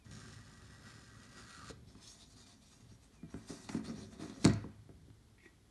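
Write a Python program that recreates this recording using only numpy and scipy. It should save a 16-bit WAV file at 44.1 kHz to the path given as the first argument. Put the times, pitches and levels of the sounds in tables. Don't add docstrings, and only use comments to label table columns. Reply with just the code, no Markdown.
import sys
import numpy as np
from scipy import signal
from scipy.fft import rfft, irfft
from scipy.io import wavfile
from scipy.ndimage import uniform_filter1d

SR = 44100
rng = np.random.default_rng(int(sys.argv[2]) if len(sys.argv) > 2 else 0)


def log_audio(samples):
    frames = np.atleast_2d(samples).T
    limited = np.clip(frames, -1, 1)
    pcm = np.round(limited * 32767).astype(np.int16)
    wavfile.write(sys.argv[1], SR, pcm)


N = 251370

# pitch in Hz, level in dB, t60 in seconds before damping.
TABLE_MODES = [(72.4, -0.5, 0.2), (105, -1.5, 0.41), (154.8, -6, 0.22), (206, 0, 0.2), (226, 7, 0.13),
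               (272.8, 2, 0.2), (305.6, 9, 0.056), (370, -3.5, 0.3), (432.6, -12, 0.28), (469, 0.5, 0.09),
               (531.4, -9, 0.19)]
# pitch in Hz, level in dB, t60 in seconds before damping.
BODY_MODES = [(675, -1, 0.43), (840, -3, 0.16), (1057, -4.5, 0.049), (1327, -1.5, 0.088),
              (1436, -3.5, 0.12), (1610, -6, 0.14), (1896, -5.5, 0.13), (2042, -8, 0.14),
              (2406, -12.5, 0.068)]
# frequency in Hz, relative level in dB per Hz.
GRAIN_SPECTRUM = [(1210, -37), (2050, -40), (2110, -4.5), (2810, -4), (3130, -8), (4490, -2.5),
                  (5840, -3.5), (6760, -5), (7830, -11), (9200, -4.5), (11800, -39), (15300, -52),
                  (22000, -120)]


def gain_of(db):
    return 10 ** (np.asarray(db) / 20)


def evened(x):
    return x / np.sqrt(np.mean(x ** 2) + 1e-20)


def peaked(x):
    return x / np.abs(x).max()


def read(points, hz):
    f, value = np.transpose(points)
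    return np.interp(np.log(hz + 1), np.log(f + 1), value)


def over_time(points):
    return np.interp(np.arange(N) / SR, *np.transpose(points))


def curves(rows):
    s, *columns = np.transpose(rows)
    t = np.arange(N) / SR
    level_db, *others = [np.interp(t, s, column) for column in columns]
    inside = (t >= s[0]) * (t <= s[-1])
    return [gain_of(level_db) * inside] + others


def add(mix, s, sound):
    part = mix[round(s * SR):][:len(sound)]
    part += sound[:len(part)]


def colour(x, db_of_hz):
    hz = np.fft.rfftfreq(len(x), 1 / SR)
    return irfft(rfft(x) * gain_of(db_of_hz(hz)), len(x))


def drift(per_s):
    knots = rng.standard_normal(600)
    return np.interp(np.arange(N) / SR * per_s, np.arange(len(knots)), knots)


def resonate(x, hz, width):
    turn = np.exp(2j * np.pi * np.cumsum(hz * np.ones(len(x))) / SR)
    r = np.exp(-np.pi * width / SR)
    smooth = signal.lfilter([1 - r], [1, -r], x / turn + 1e-18)
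    return 2 * (turn * smooth).real


def through(x, peaks):
    out = 0
    for k, (hz, width, db) in enumerate(peaks):
        r = np.exp(-np.pi * width / SR)
        pole = r * np.exp(2j * np.pi * hz / SR)
        out = out + (-1) ** k * gain_of(db) * signal.lfilter([1 - r], [1, -pole], x).real
    return out


def friction(per_s, spread_db, flutter_db, flutter_ms):
    happens = rng.random(N) < per_s / SR
    strength = rng.standard_normal(N)
    slips = happens * strength * gain_of(spread_db * np.minimum(rng.exponential(1, N), 4))
    size = max(round(flutter_ms * SR / 1000), 2)
    flutter = evened(uniform_filter1d(uniform_filter1d(rng.standard_normal(N), size), size))
    return evened(slips * gain_of(flutter_db * flutter))


def ring(modes, gains_db, damping=0.96, rise_ms=2.7, size=SR // 2):
    t = np.arange(size) / SR
    hz, db, t60 = np.transpose(modes)[:, :, None]
    sign = np.where(np.arange(len(modes)) % 6 == 2, -1, 1)
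    decay = gain_of(db + np.c_[gains_db] - 60 * damping * t / t60)
    swell = 1 - np.exp(-t * 1000 / rise_ms)
    return sign @ (decay * np.sin(2 * np.pi * hz * t)) * swell


def hum():
    # frequency in Hz, relative level in dB per Hz.
    spectrum = [(15, -17), (30, 9), (50, 3.5), (121, -11.5), (331, -13.5), (367, -26), (418, -15),
                (527, -28), (665, -23), (1480, -27.5), (2070, -27.5), (2610, -33.5), (3130, -28),
                (12000, -35.5), (15600, -63), (22000, -120)]
    noise = colour(rng.standard_normal(N), lambda hz: read(spectrum, hz))
    return gain_of(-62.5) * evened(noise)


def whistle():
    # time in seconds, level in dB before the flicker, pitch in Hz.
    phrases = [
        [(0, -84, 2600), (.015, -82, 2500), (.035, -82, 2360), (.06, -95, 2400)],
        [(2.39, -95, 2480), (2.43, -79, 2410), (2.49, -86, 2350), (2.56, -90, 2400), (2.6, -95, 2270),
         (2.625, -82, 2380), (2.66, -88, 2550), (2.72, -81, 2410), (2.755, -84, 2740), (2.79, -86, 2850),
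         (2.83, -89, 2690), (2.9, -88, 2790), (2.96, -96, 2620), (3.03, -82, 2570), (3.07, -98, 2600),
         (3.13, -88, 2750), (3.165, -84, 2520), (3.2, -78, 2370), (3.24, -78, 2440), (3.285, -81, 2300),
         (3.31, -96, 2350), (3.33, -77, 2530), (3.37, -80, 2370), (3.42, -87, 2300), (3.45, -98, 2350)],
    ]
    out, tremble = np.zeros(N), 1 + .005 * drift(100)
    for phrase in phrases:
        level, hz = curves(phrase)
        out += np.sqrt(2) * level * np.sin(2 * np.pi * np.cumsum(hz * tremble) / SR)
    return out * gain_of(2 * drift(70))


def shake():
    # time in seconds, level in dB, tilt towards the deep modes in dB.
    shaking = [(0.0, -90, -7), (0.11, -56, 0.5), (0.6, -60.5, 3.5), (1.38, -61, -3.5), (1.79, -60, 3.5),
               (2.05, -65, -1.5), (2.75, -67.5, -5), (2.92, -65.5, 6), (3.11, -67.5, -2.5),
               (3.41, -70.5, -12), (3.62, -60, -4.5), (3.9, -53.5, -9.5), (4.24, -57, -1.5),
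               (4.44, -55, -12), (4.5, -50, -14), (4.6, -59, 22), (4.7, -73, -2), (4.8, -63, 11),
               (5.06, -63.5, 8), (5.15, -69, -1.5), (5.7, -72, 3.5)]
    level, deep_db = curves(shaking)
    pushes = friction(3000, 1.2, 1.5, 40)

    def murmur(modes):
        response = ring(modes, np.zeros(len(modes)), damping=2.38)
        return evened(signal.oaconvolve(pushes, response)[:N])

    deep, high = murmur(TABLE_MODES[:3]), murmur(TABLE_MODES[3:])
    return level * (gain_of(deep_db / 2) * deep + gain_of(-deep_db / 2 - 3.5) * high)


def slide():
    # time in seconds, level in dB and rasp against the walls in dB, both before the mix trims.
    drawing = [(0.045, -85, 11), (0.056, -66, -5), (0.095, -73, -3), (0.115, -64, 1.5), (0.2, -61, -3.5),
               (0.35, -65.5, 0.5), (0.39, -66, -2.5), (0.81, -64.5, -6), (0.886, -60, -5.5),
               (1.02, -65, -4.5), (1.19, -65.5, -4), (1.23, -62, -4), (1.29, -67.5, -3), (1.35, -61.5, -3),
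               (1.386, -58, -2.5), (1.46, -65, -3.5), (1.5, -57.5, -4.5), (1.63, -56, -8.5),
               (1.71, -57.5, 2.5), (1.73, -73, -25), (1.78, -90, -3)]
    # pitch in Hz, width in Hz, level in dB.
    wall_modes = [(1143, 84, -5.5), (1240, 150, 1.5), (1423, 200, -4.5), (1565, 30, 0), (1830, 210, -1.5),
                  (1923, 51, 4.5), (716, 1260, -11.5)]
    # time in seconds, hollowness from 0 to 1.
    emptying = [(1.25, 0.42), (1.45, 0.57), (1.58, 0.73), (1.7, 0.67)]
    # time in seconds, pitch in Hz.
    air_gap = [(.1, 5600), (.5, 5180), (.95, 5160), (1.3, 4830), (1.42, 4800), (1.48, 4250), (1.719, 4250)]
    # centre in Hz, width in Hz, mean level above the rasp in dB.
    rasp_peaks = [(3680, 710, -11), (4250, 42, -18.5), (6710, 98, -12.5), (7240, 70, -14)]

    level, rasp_db = curves(drawing)
    hollow = np.clip(over_time(emptying), 0, 1)
    slips = friction(6000, 0.22, 1.0, 26)
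    modes = [gain_of(1.26 * drift(11.85)) * through(slips, [mode]) for mode in wall_modes]
    open_walls = evened(modes[0] - modes[1] + modes[2])
    closed_walls = evened(modes[3] - modes[4] + sum(modes[5:]))
    walls = hollow * open_walls + (1 - hollow) * closed_walls

    grit = friction(3500, 0.3, 0.46, 52)
    rasp = evened(colour(grit, lambda hz: read(GRAIN_SPECTRUM, hz)))
    for hz, width, db in rasp_peaks:
        swell = gain_of(db + 2 * drift(6.8))
        rasp = rasp + swell * evened(resonate(grit, hz * (1 + 0.02 * drift(6.8)), width))

    slit_hz = over_time(air_gap)
    slit = evened(resonate(grit, slit_hz, 170))
    under_air = evened(resonate(slips, 0.296 * slit_hz, 200))
    walls = walls + gain_of(-12) * hollow * under_air
    scrape = rasp + gain_of(-9.5 + 2 * drift(10.0)) * slit
    return level * (gain_of(2.0) * walls + gain_of(rasp_db - 1.0) * scrape)


def ticks():
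    # start in seconds, level in dB before the envelope, brightness in dB per octave.
    edges = [(0.054, -60, -12), (1.7, -30, -19), (1.951, -46.5, -7.5), (2.02, -54, -11), (2.47, -52, 2),
             (3.341, -44, -5.5), (3.69, -31.5, -3.5), (3.693, -34, -3.5), (3.745, -33.5, -7),
             (4.297, -43, -2), (4.197, -55, 8), (4.444, -23.5, 1), (4.45, -14.5, 5), (4.463, -21, -7),
             (4.475, -30.5, 10), (4.497, -34, -4), (4.535, -37.5, 7), (4.642, -31.5, -13), (5.102, -54, -5),
             (5.285, -60, -3), (5.381, -57, -11), (5.458, -53, -19)]
    # frequency in Hz, relative level in dB per Hz.
    spectrum = [(530, -13.5), (900, -2.5), (2020, -7.5), (2590, -9), (3890, -7), (4530, -3), (5090, -13),
                (6530, -9), (8540, -16), (10700, -33), (11800, -41), (15300, -70), (22000, -120)]
    out, t = np.zeros(N), np.arange(2048) / SR
    envelope = np.minimum(t / 0.00039, 1) * np.exp(-t * 1000 / 2.56)
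    for s, db, tilt_db in edges:
        grit = rng.standard_normal(2048)
        burst = colour(grit, lambda hz: read(spectrum, hz) + tilt_db * np.log2((hz + 300) / 5000))
        add(out, s, gain_of(db) * evened(burst) * .5 * envelope)
    return out


def blows():
    # start in seconds, thud peak in dB, pitch favoured by the spot in Hz,
    # fall of the modes away from it in dB per octave, extra in the two deepest modes in dB,
    # knock above the thud in dB.
    touches = [(0.058, -45.5, 105, 10.5, 1.5, -32), (0.104, -47.5, 149, 32, -4, -32),
               (0.36, -48, 105, 17, 9, -28), (1.576, -49.5, 115, 3, 8, -28), (1.952, -47, 125, 2, -3, -32),
               (2.861, -51, 101, 11, 3.5, -16), (2.921, -53, 206, 12, -11, -28),
               (3.231, -40.5, 152, 12, -8, -13.5), (3.243, -44.5, 140, 12, -1, -20),
               (3.342, -33.5, 270, -0.5, 2, -14), (3.359, -41, 120, 3, -9, -12),
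               (3.496, -43, 99, 2, 1.5, -10), (3.504, -35, 307, 13, -10, -24),
               (3.521, -36.5, 352, 15, 1, -18), (3.696, -37, 232, 14, 5, -5), (3.748, -26, 226, 12, 2, -22),
               (3.771, -34, 260, 24, -7, -29), (3.88, -39, 215, -1, -11, -24),
               (3.897, -33.5, 227, 7.5, -2, -16), (3.936, -47.5, 217, 14, -4, -9),
               (3.98, -40.5, 229, 4, 9, -30), (4.196, -39, 307, 5, 5, -31), (4.221, -37, 302, 30, 1, -19),
               (4.234, -38, 300, 7, -1, -10), (4.257, -39, 305, 8, 6, -18),
               (4.297, -41.5, 266, 20, -7, -11), (4.444, -21.5, 186, 8, 8.5, -27),
               (4.4508, -12.5, 232, 6, 7.5, -10.5), (4.475, -27, 162, -2, 14, -4.5),
               (4.496, -27.5, 96, 1.5, 9, -16), (4.534, -53, 108, -6, -12, -17),
               (4.643, -36.5, 305, -3.5, -4, -18), (4.892, -46, 370, 7.5, 8, -10),
               (4.921, -62, 100, 15, -3, -29), (5.083, -52, 330, 8, -4, -33), (5.1, -51, 80, 10, 0, -22)]
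    # time in seconds, damping factor.
    hand_press = [(0, 1.5), (3.2, 2.14), (3.5, 2.4), (3.75, 1.22), (4.2, 1.2), (4.45, 1.26), (4.64, 1.13),
                  (4.9, 1.6), (5.1, 2.2)]
    contact_cycles = 0.22
    out = np.zeros(N)
    table_hz = np.array(TABLE_MODES)[:, 0]
    deepest = np.arange(len(TABLE_MODES)) < 2
    for s, db, spot_hz, focus_db, deep_db, knock_db in touches:
        push = np.sin(np.linspace(0, np.pi, max(round(contact_cycles * SR / spot_hz), 4)))
        table_spot = rng.standard_normal(len(TABLE_MODES))
        body_spot = rng.standard_normal(len(BODY_MODES))
        near_db = -focus_db * abs(np.log2(table_hz / spot_hz)) + deep_db * deepest
        damping = max(np.interp(s, *np.transpose(hand_press)), .5)
        table = ring(TABLE_MODES, table_spot + near_db, damping, rise_ms=1.48)
        thud = signal.oaconvolve(table, push)
        add(out, s, -gain_of(db) * peaked(thud))

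        free = ring(BODY_MODES, body_spot, rise_ms=0.54, size=SR // 4)
        held = ring(BODY_MODES, body_spot, damping=3.6, rise_ms=0.023, size=SR // 4)
        knock = signal.oaconvolve(held + gain_of(-23.5) * free, push[::8])
        add(out, s, gain_of(db + knock_db) * peaked(knock))
    return out


def room(x):
    # frequency in Hz, t60 in seconds.
    decay_times = [(100, 0.31), (500, 0.34), (1500, 0.42), (3000, 0.39), (6000, 0.28), (11000, 0.047)]
    taps = np.zeros(SR)
    at = np.arange(300, SR - 20, 20)
    taps[at + rng.integers(0, 20, len(at))] = rng.choice([-1., 1.], len(at))
    hz, t, z = signal.stft(taps, SR, nperseg=256)
    fade = gain_of(-60 * t / read(decay_times, hz)[:, None])
    tail = signal.istft(z * fade, SR, nperseg=256)[1]
    return signal.fftconvolve(x, tail / np.linalg.norm(tail))[:N]


def pop():
    # level in dB, pitch in Hz, t60 in seconds before damping.
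    shell_air = (-37.5, 460, 0.051)
    db, hz, t60 = shell_air
    out = np.zeros(N)
    add(out, 1.704, -gain_of(db) * ring([(hz, 0, t60), (0.56 * hz, -5, t60)], [0, 0]))
    return out


def strokes():
    # time at full level in seconds, level in dB, hold in seconds, fade in dB per second,
    # mid band above the level in dB.
    rubs = [(1.884, -70, 0.027, 141, -6.5), (1.968, -71.5, 0.026, 100, 1.5), (2.023, -61.5, 0.044, 150, -9),
            (2.076, -57, 0.027, 116, -15), (2.14, -60, 0.056, 120, -13.5), (2.196, -60, 0.044, 450, -13),
            (2.307, -61.5, 0.021, 352, -14), (2.372, -62, 0.049, 300, -9), (2.471, -62, 0.011, 252, -9),
            (2.491, -64.5, 0.021, 187, -6), (2.628, -66.5, 0.087, 98, -13.5), (2.716, -64, 0.017, 150, -8),
            (2.805, -68.5, 0.013, 198, -6), (2.899, -71.5, 0.016, 168, -4.5), (3.033, -68.5, 0.01, 250, -5),
            (3.138, -72.5, .012, 242, 0), (3.305, -70.5, 0.11, 111, 1), (3.37, -66, 0.099, 100, -3.5),
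            (3.492, -52.5, 0.01, 87, -7.5), (3.583, -61.5, 0.063, 168, -5.5), (3.697, -58.5, 0.081, 292, 2),
            (3.853, -57, 0.037, 271, -0.5), (3.964, -61.5, 0.024, 125, -0.5), (4.018, -64, 0.018, 200, -3),
            (4.127, -64.5, 0.0096, 245, -0.5), (4.214, -56.5, 0.0095, 96, 0), (4.34, -64, 0.037, 100, -2),
            (4.411, -57.5, 0.022, 104, -6.5), (4.437, -49, .004, 300, -11.5),
            (4.492, -58.5, 0.0044, 235, 9.5), (4.553, -70, 0.0078, 84, 10.5),
            (5.445, -71.5, 0.0097, 254, -3)]
    rise_db_per_s = 501
    t, bright, mid = np.arange(N) / SR, np.zeros(N), np.zeros(N)
    for s, db, hold, fade_db, mid_db in rubs:
        rise = rise_db_per_s * np.maximum(s - t, 0)
        fade = fade_db * np.maximum(t - s - hold, 0)
        gain = gain_of(db - rise - fade)
        bright = np.maximum(bright, gain)
        mid = np.maximum(mid, gain * gain_of(mid_db))
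    return bright, mid


def brush():
    # centre in Hz before the shifts, width in Hz, level in dB before tilt and wander.
    bright_peaks = [(3640, 260, 0.5), (4120, 120, 2), (4555, 150, 4.5), (4900, 140, -23), (5180, 120, -1),
                    (5760, 190, 3.5), (6480, 240, 0.5), (7040, 370, -6), (8060, 1250, -9.5),
                    (8880, 780, -11.5), (11070, 460, -24.5)]
    # time in seconds, shift in octaves,
    # brightness in dB per octave.
    turning = [(1.9, -0.067, -5), (2.06, -.07, 3.5), (2.16, 0.011, -1.5), (2.22, 0.031, -7),
               (2.3, -0.014, 1), (2.4, 0.053, 0), (2.5, .01, -1.5), (2.9, -0.018, 4.5), (3.3, -0.00069, 1),
               (3.5, 0.046, 5), (3.7, -0.00097, 3), (3.9, -0.0012, 0), (4.2, -0.011, -3.5),
               (4.4, -0.041, 0)]
    level, mid = strokes()
    s, *controls = np.transpose(turning)
    shift, tilt_db = (np.interp(np.arange(N) / SR, s, control) for control in controls)
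    slips = friction(4000, 1.2, 2.85, 31)
    bright = 0
    for k, (hz, width, db) in enumerate(bright_peaks):
        gain = gain_of(db + tilt_db * np.log2(hz / 5500) + 2.5 * drift(18.0))
        peak_hz = hz * 2 ** shift * (1 + 0.019 * drift(8.3))
        delayed = np.roll(slips, k * SR // 100)
        bright = bright + gain * resonate(delayed, peak_hz, width)
    body_peaks = [(hz, 20. / t60, db) for hz, db, t60 in BODY_MODES]
    body = evened(through(friction(4000, 0.54, 0.45, 24.0), body_peaks))
    broad = evened(colour(slips, lambda hz: read(GRAIN_SPECTRUM, hz) + 4.9 * np.log2((hz + 300) / 5500)))
    rub = evened(gain_of(-0.5) * evened(bright) + gain_of(-7.5) * broad)
    return level * rub + mid * body


def peel():
    # time in seconds, level in dB before a 12 dB cut.
    scrape_levels = [(5.376, -92), (5.381, -59), (5.398, -62), (5.43, -56), (5.458, -50), (5.48, -72),
                     (5.54, -76), (5.56, -90)]
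    # start in seconds, wall note peak in dB, hollow note above it in dB.
    taps = [(5.381, -60.5, -20), (5.424, -63, -13), (5.435, -56, -7.5), (5.443, -60, -15),
            (5.454, -68, -15), (5.459, -47, -5)]
    # pitch in Hz, width in Hz, level in dB.
    shell = [(346, 46, 0), (1910, 30, 6.5), (2130, 150, 10), (2510, 500, 2.5), (3540, 79, -2.5)]
    slips = resonate(resonate(friction(2000, 1.3, 3.4, 8.7), 1700, 1300), 2600, 1300)
    out = curves(scrape_levels)[0] * gain_of(-12) * evened(through(slips, shell[1:]))
    hollow, *walls = [(hz, db, 2.2 / width) for hz, width, db in shell]
    tap = peaked(ring(walls, np.zeros(len(walls)), rise_ms=0.22))
    boom = peaked(ring([hollow], [0]))
    for s, db, hollow_db in taps:
        add(out, s, gain_of(db) * (tap + gain_of(hollow_db) * boom))
    return out


def scene():
    thuds = blows()
    bright = ticks() + slide() + pop() + brush() + peel()
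    echoes = room(gain_of(-10.5) * thuds + gain_of(-14.5) * bright)
    return (thuds + bright + shake() + echoes + whistle() + hum())[None]


def record(dry):
    edge_hz = 11950
    thin = signal.sosfilt(signal.butter(4, 55, "high", fs=SR, output="sos"), dry)
    low_pass = signal.firwin(511, edge_hz, window=("kaiser", 9), fs=SR)
    return signal.oaconvolve(thin, low_pass[None], "same")


dry = scene()
out = record(dry)
log_audio(out)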